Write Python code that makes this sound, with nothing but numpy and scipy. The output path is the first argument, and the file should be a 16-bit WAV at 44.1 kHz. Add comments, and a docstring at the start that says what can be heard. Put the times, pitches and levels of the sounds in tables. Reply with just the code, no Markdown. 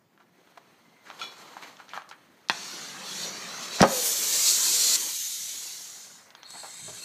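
"""A gravel yard, one fixed microphone: a tyre is blown onto its steel rim with fire, then filled with air.
Feet shift on the stones, gas leaks and the torch clinks; it snaps alight and roars. The vapour in the
tyre goes off with a bang that slams the beads home. Air hisses out and dies away, and meanwhile the
torch swings round and is shut off. Last, a compressed-air hose starts to blow and a gust brushes the
microphone. A distant rumble lies under it all."""
import sys
import numpy as np
from scipy import signal
from scipy.fft import rfft, irfft, next_fast_len
from scipy.io import wavfile
from scipy.ndimage import uniform_filter1d, map_coordinates

SR = 44100
rng = np.random.default_rng(int(sys.argv[2]) if len(sys.argv) > 2 else 0)


def generate_wav(sig):
    """Save sig (samples, or channels by samples) to the path in sys.argv[1] as 16-bit PCM at SR."""
    pcm = np.round(np.clip(np.atleast_2d(sig).T, -1, 1) * 32767).astype(np.int16)
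    wavfile.write(sys.argv[1], SR, pcm)


N = 310464
TIME = np.arange(N) / SR


def bang():
    """The vapour flashes and the beads slam on the rim; the steel wheel rings on into the yard."""
    # blows from the flash to the beads seating: t/s, level/dB, f/Hz, t60/s, share of rattle
    blows = [(3.8056, -6, 750, 0.016, 0.53), (3.8079, -5, 513, .02, 0.41), (3.812, -3, 203, 0.06, 0.13),
             (3.8174, 3, 5700, 0.0027, 0.26), (3.8275, 1, 595, 0.014, 0.59), (3.828, -8.5, 1990, .007, .85),
             (3.8285, -16.5, 239, 0.045, 0.19), (3.834, -2, 740, 0.024, 0.39),
             (3.838, -11.5, 554, 0.088, 0.59)]
    # modes of the wheel: f/Hz, level/dB, t60/s
    wheel_modes = [(233.6, 5.5, 0.24), (407, -2.5, 0.4), (546, -2, 0.55), (678, -20, 0.33),
                   (857, 15, 0.082), (980, -13, 0.63), (1047, -19, 0.73), (1098, -25, 0.3), (1224, 6, 0.1),
                   (1562, 0.5, 0.073)]
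    t, out = np.arange(SR // 2) / SR, np.zeros(N)
    for s, db, hz, t60, share in blows:
        # the rattle spreads around each blow's pitch
        band = signal.butter(2, [hz / 4, min(2 * hz, SR / 5)], "band", fs=SR, output="sos")
        rattle = unit(signal.sosfilt(band, rng.standard_normal(len(t))))
        thud = np.sin(2 * np.pi * hz * t)
        add(out, s, amp(db - 60 * t / t60) * ((1 - share) * thud + share * rattle))
    ring = sum(amp(db - 60 * t / t60) * np.sin(2 * np.pi * hz * t) for hz, db, t60 in wheel_modes)
    add(out, blows[-1][0], amp(-29.5) * ring)
    return yard_echo(out, first_db=-15, late_db=-18, first_t60=0.09)


def tyre_cavity():
    """The air in the tyre rings after the bang and sags in pitch as it cools."""
    # the sagging note: t/s, f/Hz, level/dB
    note = [(3.845, 562, -30.5), (3.89, 547, -32), (3.95, 507.7, -35), (4.0, 494, -35), (4.015, 488, -53),
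            (4.09, 458, -47.5), (4.18, 441, -65)]
    return wavering_tone(note, rough=0.15, width_hz=25)


def bead_spurt():
    """Gas squeezes past the closing beads."""
    # spectrum of the spurt: f/Hz, level/dB
    colour = [(60, -21), (400, 5.5), (1200, 4.5), (3000, -2.5), (6000, 1), (9000, -24.5), (15000, -23.5)]
    squeeze = amp(-26) * attack(3.778, rise=0.039) * release(3.83, t60=0.052)
    return squeeze * tint(rng.standard_normal(N), colour)


def torch():
    """Gas leaks, then burns: a nozzle hiss over a roar, brighter once it faces the microphone."""
    # spectrum of the unlit gas: f/Hz, level/dB
    gas_colour = [(120, -13), (200, -3), (500, 0), (1200, -6.5), (2100, -7.5), (3000, -7.5), (4400, -5.5),
                  (5100, -15), (6500, -9), (7300, -21), (8300, -15), (9800, -27), (12000, -21),
                  (15500, -31)]
    # spectrum of the flame: f/Hz, level/dB
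    flame_colour = [(80, -37.5), (140, -11.5), (300, 0), (420, 0.5), (650, -2), (1200, 1), (2100, -1),
                    (3000, -3), (6000, -26)]
    # hiss of the nozzle aimed at the tyre: t/s, level/dB
    aimed_level = [(2.56, -41.5), (2.65, -39.5), (3.018, -43), (3.116, -36.5), (3.238, -33), (3.32, -42),
                   (3.602, -41), (3.632, -36.5), (3.698, -42), (3.762, -33.5), (3.78, -37)]
    # its spectrum: f/Hz, level/dB
    aimed_colour = [(1200, -33), (2000, -11), (2900, -9.5), (3600, -1.5), (4050, 0), (4450, 4.5),
                    (4950, -6.5), (5700, 0.5), (6500, -0.5), (7600, -7), (9700, -15.5), (12300, -16.5),
                    (13500, -21.5), (15500, -28)]
    # hiss of the nozzle swung round to the microphone: t/s, level/dB
    facing_level = [(4.29, -26.5), (4.448, -23), (4.484, -17), (4.586, -28), (4.646, -23), (4.73, -23.5),
                    (4.95, -20.5)]
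    # its spectrum from the front: f/Hz, level/dB
    facing_colour = [(1290, -32.5), (2200, -18.5), (2610, -14.5), (3420, -10), (4330, 1.5), (5060, -5),
                     (5720, 0.5), (6160, -3.5), (7190, 3.5), (8060, 0), (9340, -12.5), (12500, -10),
                     (13800, -33), (14800, -12), (15500, -22)]
    lit_s, near_s, shut_s, valve_s = 2.505, 3.5, 4.958, 0.034

    leaking = amp(-65.5) * attack(0.21, rise=0.27) * release(lit_s, t60=valve_s)
    gas = leaking * turbulence(gas_colour, patchy_db=0.5, flutter_db=0.9, echo=0.15)
    # once shut off, the flame lives on briefly on the gas left in the pipe
    supply = amp(-4.5 * attack(shut_s, rise=valve_s)) * release(5.09, t60=0.28)
    alight = attack(lit_s, rise=0.01) * supply
    aimed = amp(-0.07) * held(aimed_level) * alight * release(3.8, t60=1)
    nozzle = aimed * turbulence(aimed_colour, patchy_db=3, flutter_db=0.25, echo=0.23)
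    away = 1 - attack(lit_s, rise=near_s - lit_s)  # the flame gains body as the torch comes nearer the tyre
    burning = alight * attack(lit_s, rise=0.17) * amp(-42.5 - 4 * away)
    flame = burning * turbulence(flame_colour, patchy_db=2.8, flutter_db=0.2, echo=0.22)
    facing = amp(-1.3) * held(facing_level) * attack(4.21, rise=0.11) * release(shut_s, t60=valve_s)
    rush = facing * turbulence(facing_colour, patchy_db=2.5, flutter_db=0.73, echo=0.15)
    on_tyre = amp(-53 - 8 * abs(TIME - 3.33))  # the low flutter peaks as the flame plays on the tyre
    flutter = on_tyre * alight * band_noise(180.4, width_hz=85)
    return gas + nozzle + flame + rush + flutter


def escaping_air():
    """A jet at the tyre fades and dulls as the pressure behind it falls; a narrow band in its treble sinks too."""
    # spectrum of the jet: f/Hz, level/dB
    colour = [(300, -44.5), (1400, -22.5), (2050, -12), (2600, -13.5), (3400, -6.5), (4300, -2.5),
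              (5000, -6.5), (6000, 0), (6800, 0.5), (8000, -6.5), (9200, -10.5), (11000, -14),
              (12200, -12.5), (15300, -21)]
    spent_s, run_down_s = 6.367, 1.674
    flow = np.clip((spent_s - TIME) / run_down_s, 0, 1)
    jet = turbulence(colour, patchy_db=2.5, flutter_db=0.5, echo=0.069)
    treble = signal.sosfiltfilt(signal.butter(2, 9500, "high", fs=SR, output="sos"), jet)
    spit_db = 6.5 * swell(4.07, length=0.04)  # the jet spits once, brightly
    treble_gain = amp(6.5 + spit_db) * flow ** 0.51
    sinking_band = amp(-18.5) * hoarse_tone(8300 + 5200 * flow, width_hz=250)
    loudness = amp(-29) * attack(3.84, rise=0.12) * flow ** 1.247
    return loudness * (jet + (treble_gain - 1) * treble + sinking_band)


def hose():
    """Compressed air sounds hollow in its tube, and whistles hoarsely at the coupling."""
    # spectrum of the air in the tube: f/Hz, level/dB
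    colour = [(150, -45), (250, -15), (411, -14), (609, -34), (699, -17), (904, -13.5), (1860, -10),
              (2020, -7.5), (2950, -11), (4220, -1.5), (5190, -9.5), (8100, 2), (9280, -13.5),
              (10600, -11.5), (15000, -27)]
    # the coupling chirps up as the air starts, then holds its note: t/s, f/Hz, level/dB
    note = [(6.38, 4200, -63), (6.44, 4180, -58), (6.46, 4250, -48), (6.485, 4420, -51), (6.6, 4270, -49.5),
            (6.8, 4300, -60), (7.04, 4280, -57)]
    on_s, build_s = 6.44, 0.18  # the valve opens quickly, then the flow keeps building
    open_s = np.maximum(TIME - on_s, 0)
    flow = amp(-42.5 - 9 * np.exp(-open_s / build_s)) * attack(on_s, rise=0.088)
    air = turbulence(colour, patchy_db=3.5, flutter_db=0.7, echo=0.24, lag_ms=1.88)
    climbing_tone = amp(-24) * hoarse_tone(9700 + 2900 * open_s, width_hz=200)
    fuzz = amp(-4) * band_noise(4280, width_hz=350) + amp(-9) * band_noise(3760, width_hz=220)
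    whistle = amp(-3) * wavering_tone(note, rough=3, width_hz=80)
    return flow * (air + climbing_tone) + whistle + note_gain(note) * fuzz


def igniter():
    """A spring hammer snaps and rebounds."""
    # trigger, snap and rebounds: t/s, level/dB, extra treble/dB
    strikes = [(2.487, -22.5, 34), (2.498, -1.5, -2), (2.4992, -9.5, 7), (2.5038, -20, -10),
               (2.5065, -23, -19)]
    # spectrum of one strike: f/Hz, level/dB
    colour = [(80, -51), (130, -11.5), (220, -6), (450, -9.5), (950, 1.5), (1800, 0.5), (2250, -2.5),
              (2650, 0), (3000, -7.5), (3400, -0.5), (4450, -4.5), (6200, -16.5), (7100, -24), (15000, -44)]
    out = np.zeros(N)
    for s, db, treble_db in strikes:
        add(out, s, amp(db) * click(colour, treble_db))
    return yard_echo(out, first_db=-5, late_db=-15.5, first_t60=0.076)


def gravel():
    """Single stones click and chatter; soles grind many small ones and raise grit; the hose drags."""
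    # stones clicking underfoot: t/s, level/dB, extra treble/dB
    stones = [(0.177, -45.5, -11), (0.204, -44, -22), (0.474, -46, -5), (0.522, -46, -5),
              (0.5756, -35.5, -14), (1.102, -27, -8), (1.112, -32, -10), (1.568, -29.5, -22),
              (1.626, -31, -12), (1.769, -35.5, 10), (1.801, -31.5, -15), (1.883, -38, -6),
              (1.892, -34.5, 5), (1.935, -24.5, -19), (1.965, -26, -6), (1.976, -23.5, -21),
              (2.02, -32, -11), (2.113, -26.5, -7), (6.305, -36.5, 9), (6.351, -30, 7), (6.432, -31, 9)]
    # spectrum of one stone: f/Hz, level/dB
    stone_colour = [(100, -16), (300, -19), (800, 5), (1300, 7.5), (2200, -1.5), (3200, 4.5), (4400, -1.5),
                    (5200, -6.5), (6400, -1.5), (9500, -66), (15000, -30)]
    # soles grinding the gravel: t/s, level/dB, rise/s, length/s, crunch f/Hz
    steps = [(0.194, -57.5, .008, .03, 1090), (0.573, -45, 0.0012, 0.011, 660),
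             (1.05, -43.5, 0.047, 0.06, 1480), (1.188, -42, 0.014, 0.059, 3300),
             (1.364, -52, .015, 0.051, 5500), (1.57, -45.5, .001, 0.016, 1320),
             (1.62, -46.5, .004, 0.055, 1870), (1.786, -51, .006, 0.044, 1210),
             (1.886, -46, 0.026, 0.063, 2000), (1.936, -42, .002, 0.061, 1230),
             (2.089, -47.5, .002, .011, 4620), (2.109, -47, 0.0023, 0.026, 1400),
             (6.504, -40.5, .001, .006, 6360), (6.533, -45.5, 0.0056, 0.046, 790),
             (6.63, -43.5, .003, 0.04, 756), (6.878, -45, 0.0032, 0.036, 474)]
    # spectrum of the hissing grit: f/Hz, level/dB
    grit_colour = [(60, -35), (120, -13.5), (200, -3), (500, 0), (1200, 0.5), (2100, -5.5), (3000, -8.5),
                   (4400, -6), (5100, -13), (6500, -10), (8300, -17.5), (9800, -24.5), (12000, -20),
                   (15500, -27)]
    chatter_t60_s, grains_per_s, grain_spread_db = 0.014, 2600, 3
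    t = np.arange(SR // 4) / SR
    out, pressure = np.zeros((2, N))
    for s, db, treble_db in stones:
        chatter = rng.standard_normal(len(t)) * amp(-60 * t / chatter_t60_s)
        contacts = (t == 0) + amp(-2.5) * chatter / np.linalg.norm(chatter)
        add(out, s, amp(db) * signal.fftconvolve(contacts, click(stone_colour, treble_db)))
    for s, db, rise, length, hz in steps:
        grains = rng.standard_normal(len(t)) * (rng.random(len(t)) < grains_per_s / SR)
        grains *= amp(grain_spread_db * rng.standard_normal(len(t)))
        crunch = unit(resonate(resonate(grains, hz, 0.45 * hz), hz, 2.1 * hz))
        weight = amp(db) * (1 - np.exp(-t / rise)) * np.exp(-(t / length) ** 2)
        add(out, s, weight * crunch)
        add(pressure, s, weight)
    drag = amp(-51) * attack(1.008, rise=0.17) * release(1.69, t60=0.82)
    grit = (drag + amp(-6) * pressure) * turbulence(grit_colour, patchy_db=1, flutter_db=1.5, echo=0.15)
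    return yard_echo(out, first_db=-8, late_db=-15, first_t60=0.07) + grit


def clink():
    """One knock sets the metal of the torch ringing."""
    # modes of the metal: f/Hz, level/dB, t60/s
    modes = [(1320, -0.5, 0.11), (1390, 3, 0.1), (2367, -3, 0.17), (2490, 4, 0.1), (2980, -8.5, 0.39),
             (3383, -0.5, 0.37), (3425, 2, 0.22), (3920, -8.5, 0.46), (3970, -11, 0.23), (4280, -3, 0.48),
             (4624, -15, .35), (5518, -11, 0.35), (6492, -9, 0.18)]
    t, out = np.arange(SR // 2) / SR, np.zeros(N)
    ring = sum(amp(db - 60 * t / t60) * np.sin(2 * np.pi * (hz * t + rng.random()))
               for hz, db, t60 in modes)
    onset = 1 - np.exp(-t / 0.00067)
    add(out, 1.214, amp(-37) * ring * onset)
    return yard_echo(out, first_db=-10, late_db=-13.5, first_t60=0.089)


def thin_whistle():
    """A faint whistle slips down in pitch before the torch is lit."""
    # its glide: t/s, f/Hz, level/dB
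    note = [(0.64, 2580, -78), (0.76, 2480, -76), (0.79, 2200, -101), (0.83, 2070, -72), (0.93, 2080, -69),
            (1.02, 2080, -69), (1.06, 2010, -76)]
    return wavering_tone(note, rough=0.6, width_hz=70)


def outdoors():
    """The steady air of the yard, a distant rumble, and one gust on the microphone."""
    # spectrum of the quiet yard: f/Hz, level/dB
    air_colour = [(40, -35), (90, -7), (170, 9.5), (450, 2), (800, -4), (1500, -20.5), (3000, -16.5),
                  (6500, -18), (10000, -34.5), (13500, -22), (15500, -20)]
    # spectrum of the far-off rumble: f/Hz, level/dB
    rumble_colour = [(50, -35), (100, -7.5), (160, -6), (300, -9), (900, -3.5), (2000, -4), (4000, -22.5)]
    # its slow rise and fall: t/s, level/dB
    rumble_level = [(0, -72.5), (.5, -65), (2.4, -63), (5.2, -62), (5.7, -56.5), (7.04, -59.5)]
    air = amp(-66) * turbulence(air_colour, patchy_db=3.5, flutter_db=1)
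    rumble = held(rumble_level) * turbulence(rumble_colour, patchy_db=1.5, flutter_db=2)
    gust = amp(-55.5) * swell(6.9, length=0.08) * band_noise(120.4, width_hz=116)
    return air + rumble + gust


def yard_echo(x, first_db, late_db, first_t60):
    """Adds quick scatter from the gravel and the wheel, then a faint tail from hedge and buildings."""
    # decay of the yard: f/Hz, t60/s
    decay = [(100, 0.12), (400, 0.62), (900, 0.63), (2000, 0.59), (6000, 0.22), (14000, 0.12)]
    t = np.arange(SR // 2) / SR
    taps = rng.choice([-1., 1.], len(t)) * (rng.random(len(t)) < 4000 / SR) * (t > 0.002)
    hz, frame_s, spectra = signal.stft(taps, SR, nperseg=256)
    fading = amp(-60 * frame_s / read(decay, hz)[:, None])
    tail = signal.istft(spectra * fading, SR, nperseg=256)[1][:len(t)]
    first = rng.standard_normal(len(t)) * amp(-60 * t / first_t60) * (t > 0.001)
    response = amp(first_db) * first / np.linalg.norm(first) + amp(late_db) * tail / np.linalg.norm(tail)
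    return x + signal.fftconvolve(x, response)[:N]


def turbulence(colour, patchy_db, flutter_db, echo=0, lag_ms=None, size=512):
    """Noise of rms 1 with drifting patches, a shared flutter and the comb of a close reflection."""
    # lag of the ground echo as the torch moves, used unless lag_ms is given: t/s, lag/ms
    ground_lag = [(2.4, 0.96), (2.55, 3), (3.55, 1.47), (6.3, 2.6)]
    if lag_ms is None:
        lag_ms = np.interp(TIME, *np.transpose(ground_lag))
    frames, bins = N * 4 // size + 5, size // 2 + 1
    real, imag, patches = rng.standard_normal((3, frames, bins))
    patches = unit(uniform_filter1d(uniform_filter1d(patches, size=30, axis=0), size=2, axis=1))
    flutter = unit(uniform_filter1d(rng.standard_normal(frames), size=6))
    spectra = (real + 1j * imag) * amp(patchy_db * patches + flutter_db * flutter[:, None])
    noise = signal.istft(spectra.T, nperseg=size, noverlap=size - size // 4)[1][:N]
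    reflection = map_coordinates(noise, [np.arange(N) - np.round(lag_ms * SR / 1000)], order=0)
    return tint(noise + echo * reflection, colour)


def click(colour, treble_db, size=2048):
    """The shortest causal pulse of a given colour, peak 1."""
    hz = np.fft.rfftfreq(size, 1 / SR)
    shelf_db = treble_db * read([(1200, 0), (6000, 1)], hz)
    log_gain = np.log(amp(read(colour, hz) + shelf_db))
    mirrored = np.r_[log_gain, log_gain[-2:0:-1]]
    pulse = np.fft.ifft(np.exp(np.conj(signal.hilbert(mirrored)))).real  # minimum phase
    return pulse / abs(pulse).max()


def wavering_tone(note, rough, width_hz):
    """A gliding tone (t/s, f/Hz, level/dB), partly smeared into a narrow band of noise."""
    s, hz, _ = np.transpose(note)
    smooth = signal.butter(2, width_hz, fs=SR, output="sos")
    a, b = unit(signal.sosfilt(smooth, rng.standard_normal((2, N))))
    angle = 2 * np.pi * np.cumsum(np.interp(TIME, s, hz)) / SR
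    return note_gain(note) * unit((1 + rough * a) * np.sin(angle) + rough * b * np.cos(angle))


def hoarse_tone(hz, width_hz):
    """A narrow band of noise, rms 1, that follows a pitch."""
    a, b = signal.sosfilt(signal.butter(2, width_hz, fs=SR, output="sos"), rng.standard_normal((2, N)))
    angle = 2 * np.pi * np.cumsum(hz) / SR
    return unit(a * np.sin(angle) + b * np.cos(angle))


def band_noise(hz, width_hz):
    """Noise of rms 1 in one steep resonance."""
    return unit(resonate(resonate(rng.standard_normal(N), hz, width_hz), hz, width_hz))


def resonate(x, hz, width_hz):
    """A two-pole band-pass."""
    r = np.exp(-np.pi * width_hz / SR)
    return signal.lfilter([1 - r, 0, r - 1], [1, -2 * r * np.cos(2 * np.pi * hz / SR), r * r], x)


def tint(x, colour):
    """Gives a noise a spectrum, at rms 1."""
    size = next_fast_len(N, True)
    gain = amp(read(colour, np.fft.rfftfreq(size, 1 / SR)))
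    return unit(irfft(rfft(x, size) * gain, size)[:N])


def read(points, hz):
    """Reads a curve (f/Hz, value) on a log-frequency axis."""
    f, value = np.transpose(points)
    return np.interp(np.log(hz + 1), np.log(f + 1), value)


def note_gain(note):
    """Gain of a note (t/s, f/Hz, level/dB), faded out beyond its ends."""
    s, _, db = np.transpose(note)
    gate = np.interp(TIME, [s[0] - 0.02, s[0], s[-1], s[-1] + 0.012], [0, 1, 1, 0])
    return amp(np.interp(TIME, s, db)) * gate


def held(rows):
    """Gain from a curve (t/s, level/dB) that keeps its end values."""
    return amp(np.interp(TIME, *np.transpose(rows)))


def attack(start, rise):
    """Opens evenly from silence to gain 1."""
    return np.clip((TIME - start) / rise, 0, 1)


def release(stop, t60):
    """Holds gain 1, then dies away."""
    return np.exp(-np.log(1000) * np.maximum(TIME - stop, 0) / t60)


def swell(centre, length):
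    """A bell-shaped rise and fall."""
    return np.exp(-((TIME - centre) / length) ** 2)


def add(mix, s, sound):
    """Mixes a sound in at time s."""
    part = mix[round(s * SR):][:len(sound)]
    part += sound[:len(part)]


def amp(db):
    """Decibels to gain."""
    return 10 ** (np.asarray(db) / 20)


def unit(x):
    """Scales to rms 1."""
    return x / np.sqrt(np.mean(x ** 2) + 1e-20)


def scene():
    """All sources from one spot in the yard, the same on both channels."""
    mix = outdoors() + gravel() + clink() + torch() + igniter()
    mix += bang() + tyre_cavity() + bead_spurt()
    mix += escaping_air() + hose() + thin_whistle()
    return np.array([mix, mix])


def record(dry):
    """The microphone thins the lowest bass and flattens the highest peaks; the top treble is cut."""
    low_cut_hz, ceiling, high_cut_hz = 70, 0.74, 15450
    thin = signal.sosfilt(signal.butter(3, low_cut_hz, "high", fs=SR, output="sos"), dry)
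    limited = thin / (1 + (thin / ceiling) ** 8) ** (1 / 8)
    low_pass = signal.firwin(511, high_cut_hz, window=("kaiser", 9), fs=SR)
    return signal.oaconvolve(limited, low_pass[None], "same")


dry = scene()
out = record(dry)
generate_wav(out)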